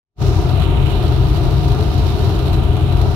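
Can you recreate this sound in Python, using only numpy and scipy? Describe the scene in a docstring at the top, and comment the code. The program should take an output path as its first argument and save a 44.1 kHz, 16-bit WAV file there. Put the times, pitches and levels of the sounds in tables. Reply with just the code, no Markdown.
"""Road noise in a car at highway speed on a wet night: shaped noise booms in the body and roars from
the tyres, and narrow-band resonances drone within it. Filtered noise makes the hiss of tyre spray.
Rain patters on the windscreen as random impulses that ring the glass and echo in the cabin, with
heavier splashes, each followed by decaying droplets. The right microphone is partly covered, likely
by a shifting hand: a moving resonance makes the treble of the water sound hollow there."""
import sys
import numpy as np
from scipy import signal
from scipy.fft import rfft, irfft, next_fast_len
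from scipy.io import wavfile
from scipy.ndimage import uniform_filter1d, minimum_filter1d, map_coordinates

SR = 44100
rng = np.random.default_rng(int(sys.argv[2]) if len(sys.argv) > 2 else 0)


def log_audio(samples):
    """Write samples as a 16-bit WAV file to the path given in sys.argv[1]."""
    # one column per channel
    frames = np.atleast_2d(samples).T
    # limit to full scale, then quantise
    limited = np.clip(frames, -1, 1)
    pcm = np.round(limited * 32767).astype(np.int16)
    wavfile.write(sys.argv[1], SR, pcm)


N = 138915  # samples, 3.15 s


def amp(db):
    """Amplitude gain is ten to the power of a twentieth of the level in decibels."""
    return 10 ** (np.asarray(db) / 20)


def unit(x):
    """Normalisation: division by the root mean square gives rms 1."""
    return x / np.sqrt(np.mean(x ** 2) + 1e-20)


def along(points, hz):
    """Interpolate (f, value) rows on a logarithmic frequency axis."""
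    f, value = np.transpose(points)
    return np.interp(np.log(hz + 1e-9), np.log(f + 1e-9), value)


def curve(rows):
    """Envelope: interpolate (t, value) rows linearly to one value per sample."""
    return np.interp(np.arange(N) / SR, *np.transpose(rows))


def wobble(rate):
    """Slow random modulation: a smooth spline through `rate` Gaussian knots a second."""
    knots = rng.standard_normal(N // 100)
    return map_coordinates(knots, [np.arange(N) * rate / SR])


def filtered(x, response):
    """Linear filtering: the spectrum times a frequency response, zero-padded against wrap-around."""
    m = next_fast_len(N + SR // 2)
    hz = np.fft.rfftfreq(m, 1 / SR)
    return irfft(rfft(x, m) * response(hz), m)[..., :N]


def road_noise(spectrum):
    """Partial coherence: independent mid and side noise, nearly mono in the bass, with mid rms 1."""
    # correlation of the two microphones: f/Hz, likeness (0-1)
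    likeness = [(30, .98), (60, .9), (130, .8), (180, .5), (260, .27), (380, .76), (550, .69), (790, .83),
                (1140, .34), (1650, 0)]
    # level difference of the microphones: f/Hz, left minus right/dB
    balance = [(30, 4), (55, 1.5), (80, 4.5), (140, 6), (165, 4.5), (195, -12), (260, 0), (340, 1),
               (440, -4), (600, 1.8), (800, 2), (1200, 0.5), (2000, -1.5)]

    def mid_side(hz):
        angle = np.arccos(np.clip(along(likeness, hz), -1, 1)) / 2
        return amp(along(spectrum, hz)) * [np.cos(angle), np.sin(angle)]

    mid, side = filtered(rng.standard_normal((2, N)), mid_side)
    pair = np.array([mid + side, mid - side])
    pair = filtered(pair, lambda hz: amp(np.outer([.5, -.5], along(balance, hz))))
    return pair / pair.mean(0).std()


def drones():
    """Resonance under random excitation: the road keeps narrow modes ringing at a wavering level."""
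    # cabin and tyre resonances: f/Hz, half-width/Hz, level/dB, left minus right/dB
    modes = [(86.1, 7.1, -22.5, 5.5), (129.4, 7.4, -26, 10.5), (317, 14, -39.5, 4), (399.5, 14.3, -39, 3),
             (593, 12.3, -47.5, -1), (719.4, 20, -42, 1), (941, 11.5, -47, 2), (1190, 18, -52.5, 10)]
    steadiness = 0.41  # 0 = swells like noise, 1 = nearly even level
    out = np.zeros((2, N))
    for centre_hz, width_hz, db, lean_db in modes:
        noise = rng.standard_normal(N)
        band = filtered(noise, lambda hz: 1 / (1 + ((hz - centre_hz) / width_hz) ** 4))
        ring = signal.hilbert(unit(band), next_fast_len(N))[:N]
        power = np.abs(ring) ** 2
        even = unit(ring.real / (power + 0.043) ** (steadiness / 2))
        out += amp(db + lean_db * np.array([[.5], [-.5]])) * even
    return out


def road():
    """Structure-borne sound: rough asphalt shakes the cabin and makes the tyres roar."""
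    # cabin boom, relative spectral density: f/Hz, level/dB
    boom_spectrum = [(15, -44), (22, -20), (32, -8.5), (41, 0.5), (50, 3.5), (66, 3), (77, -4), (105, -2),
                     (145, -4.5), (165, -7.5), (188, -16.5), (260, -21.5), (340, -54), (570, -120)]
    # tyre roar through the body panels, relative spectral density: f/Hz, level/dB
    roar_spectrum = [(140, -26), (240, -4.5), (280, -5.5), (318, 0.5), (403, -1.5), (429, -0.5),
                     (466, -16.5), (529, -13), (584, -14.5), (628, -10), (713, -5), (817, -15), (953, -12),
                     (1080, -20), (1230, -15), (1400, -18), (1640, -28), (2100, -34), (2730, -73),
                     (4620, -120)]
    boom_db, roar_db, roar_sway_db = -18, -28, 0.88
    right_lag_s = .00008  # the sound reaches the right microphone a little later
    boom = amp(boom_db) * road_noise(boom_spectrum)
    roar = amp(roar_db + roar_sway_db * wobble(14)) * road_noise(roar_spectrum)
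    # a delay is a phase that falls linearly with frequency
    return filtered(boom + roar + drones(),
                    lambda hz: np.exp(-2j * np.pi * np.outer([0, right_lag_s], hz)))


def through_glass(x, size=1024):
    """Minimum phase: the folded cepstrum gives the windscreen a causal ring of unit energy."""
    # rain and spray heard through the windscreen, relative response: f/Hz, level/dB
    glass = [(300, -3), (1000, 4.5), (2000, -2.45), (2550, 0.85), (3300, -5), (3900, -5.5), (4900, -12),
             (5400, -7.5), (6300, -10), (7050, -8.5), (7700, -12.1), (8600, -12), (9600, -9),
             (10500, -13.5), (11700, -11), (13000, -12), (14000, -18.7), (15600, -17.5)]
    hz = np.fft.rfftfreq(size, 1 / SR)
    cepstrum = irfft(np.log(amp(along(glass, hz))))
    cepstrum[1:size // 2] *= 2
    cepstrum[size // 2 + 1:] = 0
    ring = irfft(np.exp(rfft(cepstrum)))
    return signal.fftconvolve(x, ring[None] / np.linalg.norm(ring), axes=1)[:, :N]


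def spray(rain_db):
    """Broadband turbulence noise: water thrown up by the tyres hisses smoothly."""
    # spray on top of the glass response: f/Hz, level/dB
    spray_tilt = [(3500, 0.5), (7000, -3), (12000, -2)]
    spray_db, follows = -41, 0.25  # mean level; share of the rain's swings in dB
    hiss = through_glass(rng.standard_normal((2, N)))
    hiss = filtered(hiss, lambda hz: amp(along(spray_tilt, hz)))
    return unit(hiss) * amp(spray_db + follows * (rain_db - rain_db.mean()))


def impacts(times, sizes, count=8):
    """Impulse response: drops strike zones of the glass, each with its own delays and cabin echo."""
    # drops on top of the glass response: f/Hz, level/dB
    drop_tilt = [(1000, -2), (3000, -3), (7000, -1)]
    t60_s, echo_db = 0.017, -1  # reverberation time; echo energy relative to the direct sound
    t = np.arange(SR // 10) / SR
    out = np.zeros((2, N))
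    for zone in range(count):
        echo = rng.standard_normal((2, len(t))) * amp(-60 * t / t60_s)
        echo *= amp(echo_db) / np.linalg.norm(echo[0])
        echo[[0, 1], rng.integers(0, 16, 2)] += 1  # direct sound, delayed separately at each microphone
        samples = np.abs(times[zone::count] * SR).astype(int)
        hits = np.bincount(samples, sizes[zone::count], N)[:N]
        out += signal.fftconvolve(hits[None], echo, axes=1)[:, :N]
    return filtered(through_glass(out), lambda hz: amp(along(drop_tilt, hz)))


def patter(rain_db):
    """Random arrivals: many fine drops of uneven size fall in quick flurries."""
    drops_per_s, spread_db = 900, 3
    patter_db, flurry_db = 8, 2.5  # level above the rain curve; depth of the flurries
    flurries = amp(rain_db + patter_db + flurry_db * wobble(35.08))
    when, chance = rng.random((int(drops_per_s * N / SR), 2)).T
    sizes = amp(-spread_db * np.log(chance + 0.03))
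    return unit(impacts(when * N / SR, sizes)) * flurries


def splashes(count=56):
    """Decaying impulse train: a big drop hits, and a shower of ever smaller droplets follows."""
    # heavier splashes: t/s, relative level/dB, decay time of the droplets/s
    big_drops = [(.492, -35, .01), (0.575, -36, 0.0066), (0.596, -35.5, 0.024), (0.619, -31.5, 0.013),
                 (.895, -39, 0.023), (1.122, -36, .012), (1.361, -35, .012), (1.508, -36, 0.02),
                 (1.68, -34.5, 0.028), (1.718, -37, .016), (1.794, -44.5, 0.0017), (1.979, -34.5, 0.038),
                 (2.243, -33, 0.013), (2.292, -34, .015), (2.39, -32.5, 0.013), (2.527, -33.5, 0.041),
                 (2.634, -33, 0.021), (2.767, -34.5, 0.008), (2.924, -37, 0.0084), (2.97, -33, .005),
                 (3.015, -32, 0.0092)]
    splash_db, droplet_db = 12.5, 1  # added to every level; extra for the droplets before decay
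    droplets_per_s = 1000
    s, db, decay_s = np.transpose(big_drops)[:, :, None]
    later = np.arange(count) > 0  # the first impact has no delay
    gaps = later * rng.exponential(size=(len(s), count))
    delay = np.cumsum(gaps, axis=1) / droplets_per_s
    sizes = amp(db + splash_db + later * droplet_db) * np.exp(-delay / decay_s)
    return impacts((s + delay).ravel(), sizes.ravel())


def covered(x):
    """Cavity resonance: a small cavity boosts its mode, weakens the band above and shifts with the grip."""
    # cavity over the right microphone: t/s, resonance f/Hz, added gain/dB
    cavity = [(.25, 5760, 1), (.42, 5600, 2), (.52, 4400, 1), (.6, 3750, 3), (.75, 3370, 3), (.92, 3940, 3),
              (1.1, 4570, 0.5), (1.6, 4700, 0), (2.0, 4950, 1.5), (2.35, 4750, 0), (2.66, 3700, -0.5),
              (2.9, 3800, -.5), (3.08, 5000, 0)]
    # cavity response: f as a multiple of the resonance, level/dB
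    cavity_shape = [(.25, -0.5), (.5, .5), (.75, 7.5), (1, 9), (1.28, 2.5), (1.7, -12), (2.2, -12),
                    (2.9, -8.5), (3.8, -18), (5, -28)]
    # colour of the right port: f/Hz, level/dB
    port = [(1600, -1), (2000, -0.5), (2500, 1), (3000, 4.5), (3450, 3), (3950, 6), (4800, 3.5), (5500, 2),
            (8000, -0.5), (10000, 4.5), (11600, 8), (15000, 10)]
    hz, t, z = signal.stft(x, SR, nperseg=256)
    s, resonance_hz, gain_db = np.transpose(cavity)
    multiple = hz[:, None] / np.interp(t, s, resonance_hz)
    added_db = np.interp(t, s, gain_db) / (1 + multiple ** 6)  # fades out above the resonance
    db = along(cavity_shape, multiple) + added_db + along(port, hz)[:, None]
    return signal.istft(z * amp(db), SR)[1][:N]


def scene():
    """Superposition: road noise adds to the water sounds, and only the right water is covered."""
    # strength of the rain: t/s, relative level/dB
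    rain = [(.25, -51.5), (.6, -55), (.73, -55), (.9, -52), (1.15, -51.5), (1.26, -53), (1.7, -53),
            (2.3, -52), (2.6, -56.5), (2.85, -54.5), (3.1, -54.5)]
    rain_db = curve(rain)
    rumble = road()
    left, right = spray(rain_db) + splashes() + patter(rain_db)
    return rumble + np.array([left, covered(right)])


def record(dry):
    """Peak limiting and band limiting: the recorder fades in, eases down peaks and cuts the top."""
    # fade-in: t/s, gain/dB
    fade_in = [(0, -94), (.148, -60), (.175, -26), (.2, -8), (.22, 2), (.245, 2)]
    ceiling_db, hold_s, top_hz = -1.3, .012, 15750
    x = dry * amp(curve(fade_in))
    hold = int(hold_s * SR)
    needed = np.minimum(1, amp(ceiling_db) / (np.abs(x).max(0) + 1e-9))
    gain = uniform_filter1d(minimum_filter1d(needed, hold), hold)
    return filtered(x * gain, lambda hz: np.clip((top_hz - hz) / 100 + .5, 0, 1))


dry = scene()
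out = record(dry)
log_audio(out)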